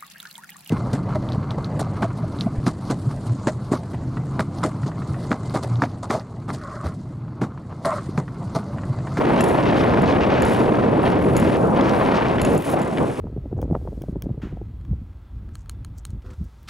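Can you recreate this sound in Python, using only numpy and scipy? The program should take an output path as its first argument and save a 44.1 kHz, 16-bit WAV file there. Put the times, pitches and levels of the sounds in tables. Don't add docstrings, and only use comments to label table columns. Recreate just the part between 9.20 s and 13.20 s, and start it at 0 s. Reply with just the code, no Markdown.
import sys
import numpy as np
from scipy import signal
from scipy.fft import rfft, irfft
from scipy.io import wavfile

SR = 44100
rng = np.random.default_rng(int(sys.argv[2]) if len(sys.argv) > 2 else 0)


def int16_out(signal):
    q = np.round(np.clip(np.atleast_2d(signal).T, -1, 1) * 32767)
    wavfile.write(sys.argv[1], SR, q.astype(np.int16))


N = 176400
TIME_S, FREQ_HZ = np.arange(N) / SR, np.fft.rfftfreq(N, 1 / SR)


def amp(db):
    return 10 ** (np.asarray(db) / 20)


def unit(x):
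    return x / np.sqrt(np.mean(x ** 2) + 1e-20)


def curve_at(points, hz):
    f, value = np.transpose(points)
    return np.interp(np.log(hz + 1), np.log(f + 1), value)


def fader(points):
    return amp(np.interp(TIME_S, *np.transpose(points)))


def wobble(rate_hz):
    band = FREQ_HZ / (FREQ_HZ + 10) / np.sqrt(1 + (FREQ_HZ / rate_hz) ** 4)
    return unit(irfft(rfft(rng.standard_normal(N)) * band, N))


def tilt(f, db_per_octave):
    return amp(db_per_octave * np.log2(np.maximum(f, 2000) / 2000))


def stroke(start_s, hold_s, release_s, attack_s=0.0021):
    t = TIME_S - start_s
    return np.clip(t / attack_s, 0, 1) * np.exp(-np.maximum(t - hold_s, 0) / release_s)


# freq_hz, correlation
PORT_LIKENESS = [(70, .96), (170, .86), (420, .66), (1000, .88), (10000, .97)]

def rush(eq, swing_db, brightness=0):
    mid, side = rfft(rng.standard_normal((2, N)) * amp(swing_db))
    likeness = np.clip(curve_at(PORT_LIKENESS, FREQ_HZ), 0, 1)
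    mid, side = mid * np.sqrt(1 + likeness), side * np.sqrt(1 - likeness)
    colour = amp(curve_at(eq, FREQ_HZ)) * tilt(FREQ_HZ, brightness)
    return unit(irfft(np.array([mid + side, mid - side]) * colour, N))


# time_s, gain_db
WIND_RIDE = [(0, -17.5), (2.75, -17.5), (3.19, -21), (3.36, -15.5), (3.43, -30), (3.48, -21), (3.6, -20),
             (3.67, -25), (3.75, -25), (3.82, -17), (3.875, -24.5), (3.91, -22), (3.965, -34), (4, -18)]
ROAR_RIDE = [(0, -8), (1.3, -7.5), (1.7, -11.5), (1.88, -6), (2.15, -23), (2.45, -7), (2.75, -5), (3.1, -5),
             (3.36, -16.5), (3.55, -3.5), (4, -14)]
FLUTTER_RIDE = [(0, -36), (.8, -34), (.985, -36), (1.05, -35), (1.36, -34.5), (1.48, -38.5), (1.8, -39),
                (1.92, -36.5), (2.12, -42), (2.2, -34), (2.36, -37.5), (2.41, -50), (2.51, -53),
                (2.57, -37), (3.03, -33), (3.17, -38), (3.28, -37.5), (3.42, -45.5), (3.56, -39),
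                (3.7, -44.5), (4, -47)]
# peak_s, half_width_s, boost_db
STRIDE_SWELLS = [(.85, 0.3, 4), (1.24, 0.021, 8.5), (2.18, 0.084, 8), (3.21, 0.083, 10.5)]
# freq_hz, gain_db
RUMBLE_EQ = [(10, -35), (28, -13), (80, 0.5), (130, 2), (400, -47), (2000, -80)]
BODY_EQ = [(30, -31), (90, -12.5), (160, -1), (330, -2), (550, -4.5), (1100, -18.5), (2500, -46.5),
           (9000, -90)]
ROAR_EQ = [(250, -22), (650, 1.5), (1000, -1), (1700, -18), (9000, -77)]
FLUTTER_EQ = [(300, -27), (1000, 7), (1600, 5), (2600, -1.5), (5000, -19.5), (8500, -39), (15000, -44)]

def head_wind():
    eddies = wobble(rate_hz=45)
    swell_db = sum(db * np.exp(-((TIME_S - s) / width) ** 2) for s, width, db in STRIDE_SWELLS)
    rumble = amp(-12.5 + swell_db) * rush(RUMBLE_EQ, swing_db=0)
    body = amp(-0.04) * rush(BODY_EQ, swing_db=0.5 * eddies)
    roar = fader(ROAR_RIDE) * rush(ROAR_EQ, swing_db=2.1 * eddies)
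    tearing_db = 3.5 * np.minimum(eddies, .5) + 3 * wobble(rate_hz=1200)
    flutter = amp(5) * rush(FLUTTER_EQ, tearing_db)
    return fader(WIND_RIDE) * (rumble + body + roar) + fader(FLUTTER_RIDE) * flutter


# freq_hz, gain_db
GRIT_EQ = [(500, -42), (1400, -6), (3100, -1.5), (6000, -13), (7500, -24.5), (15000, -45)]

def wind_crackle(level_db=-49, ticks_per_s=350, spread_db=8.5):
    size = amp(spread_db * np.minimum(rng.exponential(1, N), 3))
    polarity = np.sign(rng.standard_normal(N))
    ticks = size * polarity * (rng.random(N) < ticks_per_s / SR)
    grit = irfft(rfft(ticks) * amp(curve_at(GRIT_EQ, FREQ_HZ)), N)
    return amp(level_db) * unit(fader(FLUTTER_RIDE) ** 2 * grit)


# time_s, level_db
GLIDE_RIDE = [(0, -50), (1.1, -54.5), (2.5, -56.5), (3.1, -52.5), (4, -46)]
# freq_hz, gain_db
GLIDE_EQ = [(400, -21), (2500, 7.5), (4500, -3), (7500, -3), (10600, -2), (12300, -15.5), (16000, -28)]

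def glide():
    return fader(GLIDE_RIDE) * rush(GLIDE_EQ, swing_db=2.5 * wobble(rate_hz=73))


# start_s, hold_s, level_db, brightness_db_per_octave
RASP_CUES = [(0.177, 0.021, -35.5, -5), (0.454, 0.051, -33.5, -11), (0.56, 0.058, -36, -2),
             (0.856, 0.07, -39, 2), (1.006, 0.04, -33, -5.5), (1.1, 0.092, -36, -5.5),
             (1.851, 0.039, -33.5, -8), (2.637, 0.076, -45, 6), (2.94, 0.04, -39, 4)]

def rasps(release_s=0.0033):
    grit_db = 3.5 * wobble(rate_hz=280)
    return sum(amp(db) * stroke(start, hold, release_s) * rush(GRIT_EQ, grit_db, brightness)
               for start, hold, db, brightness in RASP_CUES)


# start_s, level_db, brightness_db_per_octave
CLACK_CUES = [(0.207, -22.5, 0), (0.215, -44, 5), (0.2392, -32, 2.5), (0.2862, -42, 6), (0.819, -38, -2),
              (1.2207, -31, 1.5), (1.2502, -37.5, 4.5), (2.166, -27.5, 2), (2.1747, -38.5, 11),
              (2.198, -36, 4), (3.2156, -27.5, 4), (3.228, -44, 5), (3.249, -28.5, 1), (3.377, -36.5, 5),
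              (3.6164, -38.5, 0.5)]
# pitch_hz, gain_db, t60_s
BLADE_MODES = [(2180, -8, 0.035), (2694, 7, 0.038), (6840, 5, 0.016), (7500, 4, 0.015), (8900, -5, 0.024),
               (9790, 0.5, 0.031), (10500, 6, 0.011), (11270, -0.5, 0.017)]
# freq_hz, gain_db
TICK_EQ = [(1000, 25), (11000, -0.5), (13000, -5), (16000, -20)]

def blade_clacks(rise_s=0.00093, contact_decay_s=.002, chatter_decay_s=0.007, mode_spread_db=1.5):
    out, t = np.zeros(N), np.arange(4096) / SR
    f = np.fft.rfftfreq(len(t), 1 / SR)
    ten_ms = SR // 100
    for start, db, brightness in CLACK_CUES:
        ring = np.zeros(len(t))
        for hz, mode_db, t60 in BLADE_MODES:
            decay = amp(mode_db + mode_spread_db * rng.standard_normal() - 60 * t / t60)
            ring += decay * np.sin(2 * np.pi * (hz * t + rng.random()))
        contact = rng.standard_normal(len(t)) * np.exp(-t / contact_decay_s)
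        slips = rng.standard_normal(len(t)) * np.exp(-t / chatter_decay_s)
        chatter = amp(-9) * unit(signal.fftconvolve(slips, ring)[:len(t)])
        tick_spectrum = amp(-7 + curve_at(TICK_EQ, f)) * rfft(unit(contact))
        spectrum = (rfft(unit(ring) + chatter) + tick_spectrum) * tilt(f, brightness)
        attack = 1 - np.exp(-t / rise_s)
        hit = (irfft(spectrum) * attack)[:-ten_ms]
        place(out, start, amp(db) * hit / np.std(hit[:ten_ms]))
    return out


def place(mix, start_s, sound):
    part = mix[..., max(round(start_s * SR), 0):][..., :sound.shape[-1]]
    part += sound[..., :part.shape[-1]]


def hall(sound, t60_s=0.66):
    t = np.arange(SR // 2) / SR
    centre, width = rng.standard_normal(len(t)), .5 * rng.standard_normal((2, len(t)))
    tail = (centre + width) * amp(-60 * t / t60_s)
    return signal.fftconvolve(sound[None], tail / np.linalg.norm(tail[0]), axes=1)[:, :N]


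# start_s, hold_s, level_db, release_s, brightness_db_per_octave
SCRAPE_CUES = [(0.24, 0.074, -48.5, 0.06, -2), (0.56, .05, -57, .04, 6), (1.26, 0.064, -40, 0.11, -8.5),
               (1.82, 0.095, -53.5, .02, -3), (2.01, 0.17, -53.5, 0.045, -3), (2.19, 0.018, -44, 0.33, -9),
               (2.72, 0.15, -52.5, .04, -4), (3.245, .1, -44, 0.032, -7.5),
               (3.397, 0.089, -44.5, .03, -11.5), (3.445, 0.096, -42, 0.0086, -5.5)]
# freq_hz, gain_db
SCRAPE_EQ = [(500, -36), (2500, -2.5), (4500, -5.5), (6300, -3), (6900, -0.5), (7500, -2), (8200, -1),
             (9800, 6.5), (11300, 3.5), (12200, -4), (16000, -26)]

def blade_scrapes(grain_db):
    return sum(amp(db) * stroke(start, hold, release) * rush(SCRAPE_EQ, grain_db, brightness)
               for start, hold, db, release, brightness in SCRAPE_CUES)


# start_s, hold_s, level_db, release_s
SPRAY_CUES = [(1.305, .02, -54, .03), (3.33, 0.016, -50, 0.025), (3.376, .06, -51, .06),
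              (3.495, 0.025, -46, 0.012)]
# freq_hz, gain_db
SPRAY_EQ = [(5000, -23), (11000, 0), (13200, 0), (14300, -6), (16000, -3)]

def ice_spray(grain_db):
    puffs = sum(amp(db) * stroke(start, hold, release) for start, hold, db, release in SPRAY_CUES)
    return puffs * rush(SPRAY_EQ, grain_db)


# start_s, peak_level_db, brightness_db_per_octave
CHIP_CUES = [(2.5612, -33.5, -1), (2.61, -32, 2.5), (2.6937, -31, 5), (3.183, -26.5, -14),
             (3.196, -26.5, -14), (3.7727, -27.5, -12), (3.7825, -26, -16)]

def ice_chips(rise_s=0.0014):
    out, t = np.zeros(N), np.arange(2048) / SR
    f = np.fft.rfftfreq(len(t), 1 / SR)
    snap = t / rise_s * np.exp(1 - t / rise_s)
    for start, db, brightness in CHIP_CUES:
        phases = np.exp(2j * np.pi * rng.random(len(f)))
        grit = irfft(phases * amp(curve_at(GRIT_EQ, f)) * tilt(f, brightness))
        place(out, start, amp(db) * unit(grit) * snap)
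    return out


def scene(hall_send_db=-15.5):
    clacks = blade_clacks()
    mix = head_wind() + wind_crackle() + ice_chips() + glide()
    grain_db = 2.5 * wobble(rate_hz=73)
    mix += blade_scrapes(grain_db) + ice_spray(grain_db) + rasps()
    return mix + clacks + amp(hall_send_db) * hall(clacks)


# freq_hz, left_lead_rad
PORT_PHASE = [(200, -0.11), (700, -1.15), (1100, -1.25), (2700, -0.71), (7000, -0.083)]
# freq_hz, left_minus_right_db
PORT_BALANCE = [(250, -0.41), (2700, 2), (8500, -2.2), (12000, -0.75)]

def record(dry, high_cut_hz=15750):
    left = np.exp(.5j * curve_at(PORT_PHASE, FREQ_HZ)) * amp(curve_at(PORT_BALANCE, FREQ_HZ) / 2)
    pair = irfft(rfft(dry) * np.array([left, 1 / left]), N)
    high_cut = signal.firwin(511, high_cut_hz, window=("kaiser", 9), fs=SR)
    return signal.oaconvolve(pair, high_cut[None], "same")


dry = scene()
out = record(dry)
int16_out(out)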